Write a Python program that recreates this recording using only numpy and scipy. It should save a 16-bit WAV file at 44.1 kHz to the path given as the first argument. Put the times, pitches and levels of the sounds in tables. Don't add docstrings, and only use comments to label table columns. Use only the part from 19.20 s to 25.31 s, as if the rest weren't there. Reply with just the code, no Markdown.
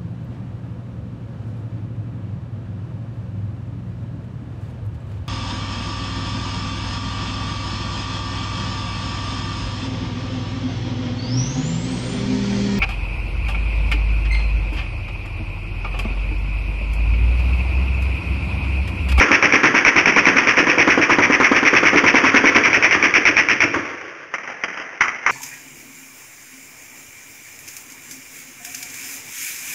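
import sys
import numpy as np
from scipy import signal
from scipy.fft import rfft, irfft, next_fast_len
from scipy.io import wavfile
from scipy.ndimage import uniform_filter1d

SR = 44100
rng = np.random.default_rng(int(sys.argv[2]) if len(sys.argv) > 2 else 0)


def convert_level_to_amplitude(level_db):
    exponent = np.asarray(level_db, float) / 20
    return 10 ** exponent


def pcm_store(signal):
    levels = np.round(np.clip(np.atleast_2d(signal), -1, 1) * 32767)
    wavfile.write(sys.argv[1], SR, levels.astype(np.int16).T)


N = 269451
LEAD = 52920


def linear(points, at):
    return np.interp(at, *np.transpose(points))


def read(points, at):
    x, value = np.transpose(points)
    return np.interp(np.log(at + 1), np.log(x + 1), value)


def evened(x):
    return x / np.sqrt(np.mean(x ** 2) + 1e-20)


def add(mix, s, sound):
    part = mix[LEAD + round(s * SR):][:len(sound)]
    part += sound[:len(part)]


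def coloured(x, spectrum, size=4096):
    hz = abs(np.fft.fftfreq(size, 1 / SR))
    gain_db = np.maximum(read(spectrum + [(SR / 2, -90)], hz), -90)
    log_gain = np.log(convert_level_to_amplitude(gain_db))
    response = np.exp(np.conj(signal.hilbert(log_gain)))
    taps = np.fft.ifft(response).real[:size // 2]
    return signal.oaconvolve(x, taps / np.linalg.norm(taps))[:len(x)]


def scatter(envelope, per_s=2500., spread_db=0.0, clump_db=-1.0):
    draw = rng.random((len(envelope), 4))
    clumps = evened(uniform_filter1d(uniform_filter1d(draw[:, 3] - .5, size=130), size=90))
    uneven_db = spread_db * np.minimum(-np.log(draw[:, 1] + 1e-9), 4)
    size = convert_level_to_amplitude(uneven_db + clump_db * clumps) * np.sign(draw[:, 2] - .5)
    present = draw[:, 0] < per_s / SR
    return envelope * evened(size * present)


def taps_of(rows, wobble_db=4.0):
    out = np.zeros(SR // 10)
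    for s, db in rows:
        out[round(abs(s) * SR)] += convert_level_to_amplitude(db + wobble_db * rng.uniform(-0.66, 1))
    return out


def burst():
    # (crack arrives [s], crack peak [dB])
    swing_in = [(0.0, 0), (0.116, -0.5), (0.2253, -2), (0.3239, -2), (0.4341, -7.5), (0.5502, -7),
                (0.6498, 3), (0.7642, -1.5), (0.8579, 0.5), (0.9623, -3), (1.055, -1.5), (1.1672, -9),
                (1.272, -4.5), (1.3703, -7), (1.482, -12.5), (1.5836, -2.5), (1.6891, -15.5), (1.8102, -24),
                (1.9022, -21), (2.017, -20.5), (2.1185, -18.5), (2.2324, -10), (2.347, -10)]
    # (crack arrives [s], crack peak [dB])
    swing_out = [(2.452, -6), (2.5512, -4.5), (2.6531, -8), (2.7598, -7.5), (2.8645, -5.5), (2.9552, -4),
                 (3.0544, -10), (3.1487, -9), (3.2561, -4), (3.3487, -6.5), (3.4372, -7), (3.5304, -4),
                 (3.6254, -6.5), (3.71, -3.5), (3.8265, -1), (3.9396, -1), (4.0535, -1.5), (4.168, -2.5),
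                 (4.2868, -4.5), (4.4048, -3.5)]
    # (time [s], lag [ms])
    aim = [(-.1, 108.5), (.35, 107.5), (.55, 105), (.85, 106), (1.27, 100.5), (1.69, 86), (1.82, 82),
           (2.25, 81.5), (2.5, 77.5), (2.86, 76), (3.15, 90.5), (3.44, 113), (3.7, 123), (3.83, 130),
           (4.05, 130), (4.17, 136), (4.41, 134.5)]
    # (time [s], level [dB])
    muzzle = [(-.1, 0.5), (.5, -6), (1.1, -4), (1.6, -2.5), (2.1, 2), (2.4, -0.5), (2.8, 2.5), (3.05, 1.5),
              (3.25, -1.5), (3.45, -22), (3.7, -13), (4.0, -25.5), (4.3, -39.5), (4.41, -12.5)]
    # (frequency [Hz], level [dB])
    crack_spectrum = [(60, -30), (400, -20.5), (900, -18), (1400, -10), (1900, -2.5), (2300, -0.5),
                      (2600, -3), (2900, -11), (3500, -22.5), (4000, -37.5)]
    # (delay [s], level [dB])
    crack_taps = [
        (0, 0),
        (.00087, -3),
        (.0013, -3),
        (.0022, -8),
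        (.041, -6),
    ]
    # (delay [s], level [dB])
    near_wall_taps = [(.0135, 0), (.0144, -3)]
    # (time [s], level [dB])
    near_wall = [(-1, -11), (1, -10), (2, -8), (3.5, -8), (4, -12), (4.4, -13)]
    # (delay [s], level [dB])
    walls = [(.002, -23.5), (.005, -5), (.013, -6), (.019, 0.5), (.027, -3.5), (.031, -0.5), (.055, -14.5),
             (.1, -23.5), (.2, -52)]
    # (frequency [Hz], level [dB])
    boom_spectrum = [(40, -30), (90, -17), (190, -11), (290, 0), (400, -4), (500, -7), (700, -16),
                     (1050, -16), (1500, -27), (4000, -60)]
    # (delay [s], level [dB])
    boom_taps = [(.001, -2), (.0049, -3.1), (.0087, -11.5), (.016, -16), (.0195, -17)]
    # (delay [s], level [dB])
    boom_echo_taps = [(.0248, -4), (.028, 1), (.0312, -4), (.0344, -0.5), (.055, -0.5), (.0585, -22)]
    # (frequency [Hz], level [dB])
    roll_spectrum = [(40, -35), (90, -6.5), (200, -9.5), (320, -0.5), (480, -5.5), (700, -10),
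                     (1000, -23.5), (4000, -44)]
    # (frequency [Hz], level [dB])
    splash_spectrum = [(60, -35), (300, -2.5), (700, -17), (1050, -3), (1400, -4), (2200, -4.5),
                       (2700, -14.5), (3300, -16), (4000, -37.5)]

    boom_db, boom_echo_db, bright_db, wall_db, roll_db = -17, -14, -9, -5, -3
    echo_follows, bright_follows, wall_follows = .06, 0.39, 0.16
    shaded_ms, loss_db_per_ms = 128, 0.26
    round_spread_db = 2.17
    earlier_period_s, earlier_rounds = .1, 10

    cracks, booms, rolls, splash = np.zeros((4, LEAD + N))
    t = np.arange(SR // 5) / SR
    wall_decay = convert_level_to_amplitude(linear(walls, t))
    roll_decay = convert_level_to_amplitude(-60 * t / .2) * np.minimum(t / .02, 1)
    splash_decay = convert_level_to_amplitude(-60 * t / 0.18) * np.minimum(t / 0.0026, 1)
    earlier = [(-earlier_period_s * k, swing_in[1][1]) for k in range(earlier_rounds, 0, -1)]
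    for s, crack_db in earlier + list(swing_in) + list(swing_out):
        add(cracks, s, convert_level_to_amplitude(crack_db + 15.5) * taps_of(crack_taps))
        add(cracks, s, convert_level_to_amplitude(linear(near_wall, s) + 18) * taps_of(near_wall_taps))
        add(cracks, s, scatter(convert_level_to_amplitude(wall_db + wall_follows * crack_db) * wall_decay, clump_db=2.0))

        lag_ms = linear(aim, s)
        later = s + lag_ms / 1000
        muzzle_db = linear(muzzle, s)
        luck_db = round_spread_db * rng.standard_normal(3)
        echo_db = boom_echo_db + echo_follows * muzzle_db + luck_db[1]
        echo_db -= loss_db_per_ms * max(lag_ms - shaded_ms, 0)
        splash_db = bright_db + bright_follows * muzzle_db + luck_db[2]
        direct_db = boom_db + muzzle_db + luck_db[0]
        add(booms, later, -convert_level_to_amplitude(direct_db + 26.5) * taps_of(boom_taps, wobble_db=6.5))
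        add(booms, later, -convert_level_to_amplitude(echo_db + 14.0) * taps_of(boom_echo_taps, wobble_db=2.0))
        add(rolls, later, scatter(convert_level_to_amplitude(echo_db + roll_db) * roll_decay, per_s=1800.0))
        add(splash, later, scatter(convert_level_to_amplitude(splash_db) * splash_decay, per_s=2400.0))
    diffuse = coloured(rolls, roll_spectrum) + coloured(splash, splash_spectrum)
    return coloured(cracks, crack_spectrum), coloured(booms, boom_spectrum), diffuse


def singles():
    # (time [s], peak [dB], echoes [dB], dullness [0-1], edge [0-1])
    far_gun = [
        (5.139, -12, -13, 0.47, 0.23),
        (5.437, -13.5, -13.5, 0.84, 0.65),
    ]
    # (time [s], peak [dB], echoes [dB], dullness [0-1], edge [0-1])
    near_gun = [
        (5.807, -0.8, -8, 0.06, 0.3),
        (6.063, -0.95, -4, 0.0068, 0.13),
    ]
    # (delay [s], level [dB], scatter t60 [s])
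    far_echoes = [(.004, -9.5, 0.017), (.019, -13, 0.074), (.044, -11, 0.19), (.093, -12, 0.27),
                  (.136, -4.5, 0.068), (.151, -18, 0.19), (.161, -5, 0.062), (.177, -10, 0.13),
                  (.249, -56, 0.21)]
    # (delay [s], level [dB], scatter t60 [s])
    near_echoes = [(.003, -20.5, .05), (.017, -5, .04), (.03, -1.5, .15), (.074, -6, .14),
                   (.147, -46, 0.087)]
    # (frequency [Hz], level [dB])
    near_spectrum = [(60, -38.5), (500, -25.5), (800, -10), (1200, 1.5), (1600, -4.5), (2200, 0),
                     (2600, -8.5), (3200, -34), (4000, -35)]
    # (frequency [Hz], level [dB])
    far_spectrum = [(60, -30.5), (250, -7), (500, -7), (800, -4.5), (1300, -4), (2100, 2.5), (2600, -3.5),
                    (3200, -18), (4000, -38)]
    # (frequency [Hz], level [dB])
    edge_spectrum = [(500, 1), (1500, 11), (2500, 11), (3200, 18), (3600, -17), (4000, -32)]

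    near, far, sharp = np.zeros((3, LEAD + N))
    t = np.arange(SR // 3) / SR
    far_arrivals = arrivals(far_gun, far_echoes, front_t60=0.088)
    near_arrivals = arrivals(near_gun, near_echoes, front_t60=0.11)
    for s, peak_db, t60, dull, edge in [*far_arrivals, *near_arrivals]:
        cloud = convert_level_to_amplitude(peak_db - 6.0 - 60 * t / max(t60, .01))
        arrival = scatter(cloud, per_s=5600.0, clump_db=-1.5)
        arrival[0] += convert_level_to_amplitude(peak_db - 4)
        share = np.clip(dull, 0, 1)
        add(near, s, np.sqrt(1 - share) * arrival)
        add(far, s, np.sqrt(share) * arrival)
        add(sharp, s, np.clip(edge, 0, 1) * arrival)
    return coloured(near, near_spectrum) + coloured(sharp, edge_spectrum), coloured(far, far_spectrum)


def arrivals(rounds, echoes, front_t60):
    echo_dullness, echo_edge = 0.62, 0.72
    for s, peak_db, echoes_db, dull, edge in rounds:
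        yield s, peak_db, front_t60, dull, edge
        for delay, db, t60 in echoes:
            if s + delay < N / SR:
                echo_dull = dull + echo_dullness * delay * 10 * (1 - dull)
                yield s + delay, echoes_db + db, t60, echo_dull, echo_edge * edge


def town(x, count=3, turns_per_s=3.1):
    # (frequency [Hz], t60 [s])
    town_t60 = [(100, 0.98), (300, 1.22), (500, 2.36), (800, 1.73), (1600, 1.72), (2500, 1.68),
                (4000, 1.91)]
    patchy_db = 3
    angle = 2 * np.pi * turns_per_s * np.arange(len(x)) / SR
    out = np.zeros(len(x))
    for k in range(count):
        reflections = scatter(np.ones(2 * SR), per_s=700., spread_db=10.0)
        hz, t, z = signal.stft(reflections, SR, nperseg=512)
        patches = uniform_filter1d(rng.standard_normal(z.shape), size=5, axis=0)
        patches = evened(uniform_filter1d(patches, size=7, axis=1))
        decay_db = -60 * t / read(town_t60, hz)[:, None]
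        onset = np.minimum(t / 0.028, 1)
        tail = signal.istft(z * convert_level_to_amplitude(patchy_db * patches + decay_db) * onset, SR, nperseg=512)[1]
        turn = np.sqrt(2 / count) * np.cos(angle + np.pi * k / count)
        out += signal.fftconvolve(x * abs(turn), tail / np.linalg.norm(tail))[:len(x)]
    return out


def street():
    # (frequency [Hz], level [dB per Hz])
    street_spectrum = [(40, -33.5), (150, -14), (400, -27), (800, -19), (1300, -10.5), (2000, -2.5),
                       (2600, -11), (3200, -25.5), (4000, -39)]
    return convert_level_to_amplitude(-41) * coloured(rng.standard_normal(LEAD + N), street_spectrum)


def scene():
    cracks, booms, rolls = burst()
    near, far = singles()
    to_town = convert_level_to_amplitude(-12.5) * cracks + convert_level_to_amplitude(-12) * booms + convert_level_to_amplitude(-4.0) * rolls
    to_town = to_town + convert_level_to_amplitude(-21.0) * near + convert_level_to_amplitude(-0.5) * far
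    return (cracks + booms + rolls + near + far + town(to_town) + street())[None, LEAD:]


def band_limit(x):
    return signal.sosfilt(signal.butter(12, 13300, fs=SR, output="sos"), x)


def record(dry):
    # (frequency [Hz], level [dB])
    playback = [(6800, 0), (7200, -7), (8700, -7), (9300, -9), (9950, -15), (10150, -70)]
    camera_sr = 8000
    t = np.arange(N) / SR
    low = np.interp(np.arange(N * camera_sr // SR) / camera_sr, t, dry[0])
    level = np.sqrt(abs(uniform_filter1d(low ** 2, size=80)))
    low = low + convert_level_to_amplitude(-25) * level * rng.standard_normal(len(low))
    low = .88 * np.tanh(low / .88)
    joined = np.interp(t, np.arange(len(low)) / camera_sr, low)
    size = next_fast_len(N)
    hz = np.fft.rfftfreq(size, 1 / SR)
    kept = rfft(joined, size) * convert_level_to_amplitude(read(playback, hz))
    top = irfft(kept * (hz > 8900), size)[:N]
    mirrored = convert_level_to_amplitude(-17) * top * (-1.) ** np.arange(N)
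    return band_limit((irfft(kept, size)[:N] + mirrored)[None])


dry = scene()
out = record(dry)
pcm_store(out)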